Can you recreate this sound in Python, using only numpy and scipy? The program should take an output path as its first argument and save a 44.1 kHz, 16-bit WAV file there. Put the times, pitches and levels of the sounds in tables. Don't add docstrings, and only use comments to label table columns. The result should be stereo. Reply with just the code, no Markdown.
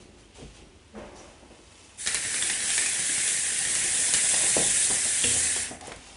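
import sys
import numpy as np
from scipy import signal
from scipy.fft import rfft, irfft, next_fast_len
from scipy.io import wavfile

SR = 44100
rng = np.random.default_rng(int(sys.argv[2]) if len(sys.argv) > 2 else 0)


def put_to_file(sound):
    columns = np.atleast_2d(sound).T
    safe = np.clip(columns, -1, 1)
    whole_steps = np.round(safe * 32767)
    wavfile.write(sys.argv[1], SR, whole_steps.astype(np.int16))


N = 271656
TIME = np.arange(N) / SR
ROOM_T60_S, TREBLE_T60_S = 0.35, 0.063
SETTLE_S = (5.795, 0.072, 0.097)

# start in seconds,
# tick, clack and thud levels in dB, ring pitch in Hz, ring level in dB.
PICKUPS = [(2.062, -27, -23, -53, 2850, -38), (2.0727, -17, -19.5, -50, 3990, -26.5),
           (2.145, -11, -20.5, -37.5, 2215, -31), (2.15, -47, -37, -48, 4100, -29),
           (2.2497, -40, -27.5, -35.5, 1940, -29), (2.3427, -37, -23.5, -39.5, 3660, -35),
           (2.4235, -31, -23, -37.5, 3520, -26), (2.499, -38, -21, -40.5, 3600, -34),
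           (2.604, -39, -24.5, -48, 4150, -34), (2.7024, -19, -23, -54, 3530, -32),
           (2.7785, -20, -19, -43.5, 2350, -24), (2.8212, -36, -27, -55, 1860, -31),
           (2.8603, -19, -24, -43, 2486, -22.5), (2.991, -38, -30, -36, 1730, -34),
           (3.093, -20, -39, -36.5, 1710, -33), (3.18, -27, -23, -41, 1960, -36),
           (3.278, -17, -23, -58, 3770, -35), (3.519, -52, -46, -42, 1980, -48),
           (3.65, -34, -33, -39, 1920, -28), (3.752, -13, -23, -38.5, 2050, -35),
           (3.843, -42, -35, -35.5, 2000, -48), (4.1369, -13, -20, -62, 3050, -37),
           (4.142, -19, -28, -54, 3040, -25), (4.148, -32, -22.5, -56, 3240, -29),
           (4.343, -34, -21, -60, 2010, -44), (4.762, -16, -42, -70, 2940, -50),
           (5.238, -34, -33, -37, 3410, -23), (5.2406, -38, -23, -48, 2840, -20)]


def from_db(db):
    return 10 ** (np.asarray(db) / 20)


def rms_one(x):
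    return x / np.sqrt(np.mean(x ** 2) + 1e-20)


def level(rows):
    s, db = np.transpose(rows)
    return from_db(np.interp(TIME, s, db) - 200 * np.maximum(TIME - s[-1], 0))


def burst(start, fall_s, rise_s=0.0004):
    age = TIME - start
    return np.clip(age / rise_s + .5, 0, 1) * np.exp(-np.clip(age / fall_s, 0, 40))


def stroke(start, rise_s, fall_s):
    age = TIME - start
    return np.clip(age / rise_s, 0, 1) * np.exp(-np.clip((age - rise_s) / fall_s, 0, 40))


def drift(per_s):
    knots = rng.standard_normal(N // 10)
    return rms_one(np.interp(TIME * per_s, np.arange(len(knots)), knots))


def chatter():
    return rng.choice([-1., 1.], N)


def cut(x, order, hz, kind="low"):
    return signal.sosfilt(signal.butter(order, hz, kind, fs=SR, output="sos"), x)


def at_hz(points, hz):
    points = np.array(points)
    return np.interp(np.log(hz + 1), np.log(points[:, 0]), points[:, 1])


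def colour(x, eq, size=4096):
    gain = from_db(at_hz(eq, np.fft.rfftfreq(size, 1 / SR)))
    cepstrum = irfft(np.log(gain))
    cepstrum[1:size // 2] *= 2
    cepstrum[size // 2 + 1:] = 0
    response = irfft(np.exp(rfft(cepstrum)))
    return signal.oaconvolve(x, response[None] / np.linalg.norm(response), axes=1)[:, :N]


def resonate(x, hz, width_hz):
    return signal.lfilter(*signal.iirpeak(hz, hz / width_hz, fs=SR), x + 1e-18)


def ringing(x, rings):
    return x + sum(from_db(db) * resonate(x, hz, width_hz) for hz, width_hz, db in rings)


def direct(x, lag_s=2.7e-5):
    size = next_fast_len(N + 64)
    delay = np.exp(-2j * np.pi * np.fft.rfftfreq(size, 1 / SR) * lag_s)
    return np.array([irfft(rfft(x, size) * delay, size)[:N], x])


def room(x, wet_db, split_hz=4000, build_s=0.0082):
    age = TIME[:SR * 3 // 4]
    white = rng.standard_normal((2, len(age)))
    low = cut(white, 1, split_hz)
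    tail = low * from_db(-60 * age / ROOM_T60_S) + (white - low) * from_db(-60 * age / TREBLE_T60_S)
    tail *= np.minimum(age / build_s, 1)
    tail /= np.linalg.norm(tail[0])
    return direct(x) + from_db(wet_db) * signal.oaconvolve(x[None], tail, axes=1)[:, :N]


def reflect(x, scatter_db=-5.5, fall_s=0.0051, count=3):
    age = TIME[:SR // 16]
    decay = np.exp(-age / fall_s) - np.exp(-2 * age / fall_s)
    shares = np.array([drift(per_s=2.605) for _ in range(count)])
    out = x.copy()
    for share in shares / np.linalg.norm(shares, axis=0):
        echoes = rng.standard_normal(len(age)) * decay
        echoes /= np.linalg.norm(echoes)
        out += from_db(scatter_db) * share * signal.oaconvolve(x, echoes[None], axes=1)[:, :N]
    return out * np.std(x) / np.std(out)


def rubbing(gain, per_s, spread_db, wet_db):
    sizes = from_db(spread_db * np.minimum(rng.exponential(1, N), 4)) * rng.choice([-1, 1], N)
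    slips = rms_one(sizes * (rng.random(N) < per_s / SR))
    fade = from_db(-120 / (TREBLE_T60_S * SR))
    wash_gain = np.sqrt(signal.lfilter([1 - fade], [1, -fade], gain ** 2))
    wash = from_db(wet_db) * wash_gain * rng.standard_normal((2, N))
    return (direct(gain * slips) + wash) / np.sqrt(1 + from_db(wet_db) ** 2 / 2)


def room_tone(air_db=-53, mode_hz=52.3, width_hz=3):
    # frequency in Hz, relative level in dB.
    air_eq = [(20, -39), (38, -13), (54, 0.5), (80, 5), (130, -7.5), (300, -5), (600, -13), (1400, -18),
              (3000, -16.5), (10000, -33), (16000, -29)]
    # time in seconds, level in dB.
    drone_ride = [(0.5, -57), (0.8, -69), (6.2, -59)]
    air = from_db(air_db) * colour(rng.standard_normal((2, N)), air_eq)
    drone = resonate(resonate(chatter(), mode_hz, width_hz), mode_hz, width_hz)
    return air + level(drone_ride) * rms_one(drone)


def swishes():
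    # start and length in seconds, pitch and bandwidth in Hz, dry level in dB.
    rubs = [(0.305, 0.19, 3050, 1100, -66), (0.53, 0.078, 3070, 1100, -65), (1.14, 0.081, 5900, 700, -60.5),
            (5.799, 0.069, 780, 110, -57)]
    out = np.zeros(N)
    for s, length_s, hz, width_hz, db in rubs:
        swell = np.sqrt(np.interp(TIME, [s, s + length_s / 3, s + length_s], [0, 1, 0]))
        out += from_db(db) * swell * rms_one(resonate(chatter(), hz, width_hz))
    return room(out, wet_db=11.0)


def rustles(trim_db=-1.5, rest_db=-62, slats_db=-43):
    # start, rise and fall in seconds, relative level in dB.
    swings = [(0.0, 0.0012, 0.073, -52.5), (0.15, 0.039, 0.06, -55.5), (0.335, 0.028, 0.15, -49),
              (0.52, 0.04, 0.054, -51), (0.93, 0.055, 0.26, -55.5), (1.15, 0.0077, 0.27, -51),
              (1.48, 0.046, 0.41, -56), (1.55, 0.27, 0.4, -51), (5.93, 0.14, 0.65, -46.5)]
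    # frequency in Hz, relative level in dB.
    cloth_eq = [(300, -1), (900, 2.5), (1700, -3.5), (2700, 3), (4200, -2.5), (5800, 0.5), (7500, -1),
                (10000, 0.5), (15000, -54)]
    swing_power = sum((from_db(db) * stroke(s, rise_s, fall_s)) ** 2 for s, rise_s, fall_s, db in swings)
    jacket = np.sqrt(swing_power + from_db(rest_db) ** 2)
    slats = from_db(slats_db) * stroke(*SETTLE_S)
    rub = rubbing(np.hypot(jacket, slats), per_s=5000, spread_db=-18.0, wet_db=0.0)
    return reflect(from_db(trim_db) * colour(rub, cloth_eq))


def scuffs(trim_db=-5.5):
    # start, rise and fall in seconds, relative level in dB, low-pass cutoff in Hz.
    drags = [(0.0, 0.0016, 0.23, -41.5, 380), (0.35, 0.063, 0.11, -47, 520), (0.57, 0.019, 0.17, -45, 420),
             (0.937, 0.044, 0.16, -36, 4000), (1.12, 0.1, 0.24, -49.5, 4000),
             (1.42, 0.0069, 0.014, -52, 2000), (1.5, 0.01, 0.06, -54, 2000)]
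    # frequency in Hz, relative level in dB.
    sole_eq = [(50, 13.5), (150, -2), (210, -2), (290, 5), (520, 3), (800, 3), (1300, -4), (2500, -7.5),
               (5000, -21)]
    # pitch and bandwidth in Hz, gain in dB.
    floor_rings = [(215, 21, 9.5), (358, 40, 4), (464, 19, -9), (527, 22, 1), (575, 12, -3), (830, 100, -6)]
    rub = rubbing(np.ones(N), per_s=3400, spread_db=-1.0, wet_db=0.0)
    sole = ringing(colour(rub, sole_eq), floor_rings)
    return sum(from_db(db + trim_db) * stroke(s, rise_s, fall_s) * cut(sole, 2, cutoff_hz)
               for s, rise_s, fall_s, db, cutoff_hz in drags)


def hollow_step(start_s=0.92):
    # pitch in Hz, level in dB, rise and fall in seconds.
    modes = [(213, -42.5, 0.041, 0.089), (458, -46.5, 0.045, 0.068), (547, -46.5, 0.097, 0.064),
             (600, -44, 0.11, 0.069)]
    return direct(sum(from_db(db) * stroke(start_s, rise_s, fall_s) * np.sin(2 * np.pi * hz * TIME)
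                      for hz, db, rise_s, fall_s in modes))


def floor_boom():
    # pitch in Hz, relative level in dB, seconds to fall by 60 dB.
    modes = [(80.8, -11, 2.35), (111.8, -9.5, 0.97), (249, -15.5, 2.4), (251, -8.5, 0.23),
             (477, -3.5, 0.32)]
    # start in seconds, strength in dB.
    footfalls = [(0.421, -52), (1.505, -51), (4.905, -44), (5.245, -28.5)]
    age = TIME[:SR]
    ring = sum(from_db(db - 60 * age / t60) * np.sin(2 * np.pi * hz * age) for hz, db, t60 in modes)
    hits = np.zeros(N)
    for s, db in footfalls:
        hits[round(s * SR)] = from_db(db)
    return signal.oaconvolve(hits, ring)[:N]


def knocks(thud_cutoff_hz=386, thud_fall_s=0.019):
    # start in seconds, relative level in dB,
    # low-pass cutoff in Hz, fall in seconds.
    hits = [(0.384, -38.5, 416, 0.026), (0.424, -34, 200, 0.02), (0.62, -46, 320, 0.028),
            (0.951, -44, 1100, 0.015), (1.424, -43.5, 520, 0.014), (1.502, -42.5, 520, 0.02),
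            (1.592, -51, 500, 0.019), (4.081, -37.5, 900, 0.009), (4.336, -32, 900, 0.014),
            (4.431, -33, 756, 0.019), (4.5664, -17.5, 770, 0.0064), (4.577, -20, 537, 0.0033),
            (4.592, -26, 160, 0.024), (4.613, -28, 705, 0.009), (4.655, -32, 170, 0.015),
            (4.901, -28.5, 700, 0.021), (5.053, -34.5, 705, 0.019), (5.236, -44, 794, 0.016),
            (5.275, -33, 434, 0.0052), (5.363, -30.5, 770, 0.0061), (5.562, -33.5, 910, 0.013),
            (5.709, -32.5, 695, 0.016), (5.771, -42, 595, 0.0054), (5.878, -35, 780, 0.017),
            (5.9185, -31.5, 3200, 0.0052), (5.965, -44, 220, 0.016)]
    # frequency in Hz, relative level in dB.
    knock_eq = [(40, -9), (120, -9.5), (200, -6.5), (330, -4.5), (520, -3.5), (800, -4), (2000, -3)]
    thuds = [(s, db, thud_cutoff_hz, thud_fall_s) for s, _, _, db, *_ in PICKUPS]
    grain, blows = chatter(), np.zeros(N)
    for s, db, cutoff_hz, fall_s in thuds + list(hits):
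        makeup = np.sqrt(SR / 2 / cutoff_hz)
        blows += from_db(db) * makeup * cut(grain * burst(s, fall_s), 3, cutoff_hz)
    return colour(room(blows, wet_db=-4.5), knock_eq)


def sliding(start_s=1.962, attack_s=0.04, join_s=0.014, jerk_fall_s=0.044):
    # time in seconds, friction level in dB.
    pull = [(2.19, -32.5), (2.24, -32.5), (2.47, -27), (2.58, -31), (2.77, -25.5), (2.99, -28.5),
            (3.3, -25.5), (3.46, -28.5), (4.29, -24), (4.81, -23.5), (5.03, -27), (5.29, -24),
            (5.58, -27.5), (5.65, -34), (5.8, -56.5)]
    # time in seconds, level in dB.
    judder_ride = [(2.05, -53), (2.28, -47.5), (3.41, -47.5), (4.25, -42.5), (4.6, -42), (5.19, -49.5),
                   (5.39, -43.5), (5.8, -53.5)]
    lead_hiss_db, lead_ring_db = -2.5, -9
    jerk_hiss_db, jerk_ring_db = -23, -14
    ring_top_db, knee_db, settle_db = -34.5, -33.5, -46.5
    friction = level(pull) * np.clip((TIME - start_s) / attack_s, 0, 1) ** 2
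    joined = np.clip((TIME - PICKUPS[0][0]) / join_s + .5, 0, 1)
    jerks = sum(from_db(clack_db) * burst(s, jerk_fall_s) for s, _, clack_db, *_ in PICKUPS)
    hiss = friction * from_db(lead_hiss_db * (1 - joined))
    drive = friction / np.hypot(friction, from_db(knee_db))
    ring = drive * from_db(ring_top_db + lead_ring_db * (1 - joined))
    settling = from_db(settle_db) * stroke(*SETTLE_S)
    return (np.hypot(hiss, from_db(jerk_hiss_db) * jerks),
            np.hypot(ring, from_db(jerk_ring_db) * jerks),
            np.hypot(level(judder_ride) * joined, settling))


def shifting_modes(x, band_hz=(2100, 10400), count=30, width_hz=120, depth_db=2.3):
    out = x.copy()
    for hz in np.geomspace(*band_hz, count):
        gain = from_db(depth_db * (drift(per_s=24) - .5))
        out += (gain - 1) * resonate(x, hz, width_hz)
    return out * np.std(x) / np.std(out)


def carriers(hiss_db=0.38, judder_db=-0.5):
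    # frequency in Hz, relative level in dB.
    hiss_eq = [(1500, -45), (3000, -14), (4500, -12.5), (6000, -5.5), (7300, 2), (8000, 4), (8600, 5.5),
               (10200, 4.5), (11200, -1.5), (12000, -8), (13000, 1.5), (15500, -21)]
    rail_eq = [(800, -21.5), (1300, -16.5), (1550, -6), (1800, 0), (2200, -2), (2600, -4.5), (3400, -10),
               (4300, -11.5), (6000, -6), (10000, -34)]
    frame_eq = [(40, -18.5), (90, 4), (180, 2), (300, -1), (550, 0), (800, -2.5), (1200, -8), (2000, 1.5),
                (5000, -36)]
    # pitch and bandwidth in Hz, gain in dB.
    rail_rings = [(2430, 370, 14.5), (3510, 940, 5.5), (5970, 160, -3.5), (7400, 80, -8), (8100, 76, -1),
                  (9140, 170, -4.5), (9550, 82, -14), (9830, 160, -5.5), (10000, 73, -24)]
    frame_rings = [(264, 8.2, -2), (339, 6.7, -36), (496, 15, -6), (610, 14, -2), (773, 36, 3),
                   (1054, 66, -2)]
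    hiss_flutter_db, ring_flutter_db, judder_flutter_db = 0.51, -0.17, 2.5
    friction, ring, judder = sliding()
    grip = drift(per_s=110)
    friction *= from_db(hiss_flutter_db * grip)
    hiss = colour(rubbing(friction, per_s=14000, spread_db=2.0, wet_db=-3.0), hiss_eq)
    ring *= from_db(ring_flutter_db * grip)
    rail = colour(rubbing(ring, per_s=1500, spread_db=2.0, wet_db=2.0), rail_eq)
    judder *= from_db(judder_flutter_db * (grip + drift(per_s=49)) / 2)
    frame = colour(rubbing(judder, per_s=900, spread_db=1.0, wet_db=7.5), frame_eq)
    scrape = shifting_modes(from_db(hiss_db) * ringing(hiss, rail_rings) + rail)
    shudder = from_db(judder_db) * ringing(frame, frame_rings)
    return reflect(scrape + shudder, scatter_db=-13.0, fall_s=0.008)


def clicks(tick_trim_db=-1.0, clack_trim_db=-3.5, rail_db=-8.0, rail_hz=1860, detune=0.035):
    # start in seconds, tick and clack levels in dB.
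    slat_clacks = [(5.81, -35, -36), (5.835, -44, -43), (5.871, -29, -45), (5.878, -39, -37),
                   (5.921, -36, -40), (5.961, -39, -42)]
    # frequency in Hz, relative level in dB.
    tick_eq = [(1000, -62), (4000, -29), (7000, 12), (10000, 15.5), (13000, 7.5), (16000, -73)]
    clack_eq = [(300, -2.5), (1200, 0), (1800, 3), (2500, 0), (3400, 4.5), (4500, 4), (8000, 1),
                (16000, -100)]
    tick_fall_s, clack_fall_s, rail_fall_s, ring_fall_s = .003, .0045, .0027, .0065
    tick_gain, clack_gain, rings = np.zeros((3, N))
    for s, tick_db, clack_db, *_ in list(PICKUPS) + list(slat_clacks):
        tick_gain += from_db(tick_db) * burst(s, tick_fall_s)
        clack_gain += from_db(clack_db) * burst(s, clack_fall_s)
    age = TIME[:SR // 20]
    rail = from_db(rail_db) * np.sin(2 * np.pi * rail_hz * age) * np.exp(-age / rail_fall_s)
    for s, _, clack_db, _, hz, ring_db in PICKUPS:
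        phase = 2 * np.pi * hz * age
        mode_pair = np.sin(phase * (1 - detune)) - .5 * np.sin(phase * (1 + detune))
        carrier = from_db(ring_db) * mode_pair * np.exp(-age / ring_fall_s)
        start = round(s * SR)
        rings[start:start + len(age)] += from_db(clack_db) * rail + carrier
    tick = colour(room(tick_gain * chatter(), wet_db=-5.0), tick_eq)
    clack = colour(room(clack_gain * chatter() + rings, wet_db=-5.0), clack_eq)
    return from_db(tick_trim_db) * tick + from_db(clack_trim_db) * clack


def snap(start_s=4.1378, drive_db=-1.5, fall_s=0.0014, band_hz=(6000, 12500)):
    crack = from_db(drive_db) * burst(start_s, fall_s) * chatter()
    return room(cut(crack, 2, band_hz, "band"), wet_db=-7.0)


def scene():
    background = room_tone()
    blind = carriers() + clicks() + snap()
    movement = knocks() + floor_boom() + hollow_step() + scuffs() + rustles() + swishes()
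    return background + blind + movement


def record(dry, antiphase_hz=10710, centre_floor_db=-79, low_cut_hz=40, high_cut_hz=15700, ceiling=.72):
    # frequency in Hz, side gain in dB.
    side_eq = [(60, -28), (250, -14.5), (700, -0.5), (1300, -3), (1850, -10), (2600, 5), (4100, 1),
               (4800, 5), (6500, 0), (8500, -1.5), (12000, 4)]
    size = next_fast_len(N + 4096)
    hz = np.fft.rfftfreq(size, 1 / SR)
    centre_gain = 1 / np.sqrt(1 + (hz / antiphase_hz) ** 130) + from_db(centre_floor_db)
    mid = rfft(dry[0] + dry[1], size) / 2 * centre_gain
    side = rfft(dry[0] - dry[1], size) / 2 * from_db(at_hz(side_eq, hz))
    stereo = irfft(np.array([mid + side, mid - side]), size)[:, :N]
    stereo = np.clip(cut(stereo, 4, low_cut_hz, "high"), -ceiling, ceiling)
    return signal.sosfilt(signal.ellip(12, .1, 90, high_cut_hz, fs=SR, output="sos"), stereo)


dry = scene()
out = record(dry)
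put_to_file(out)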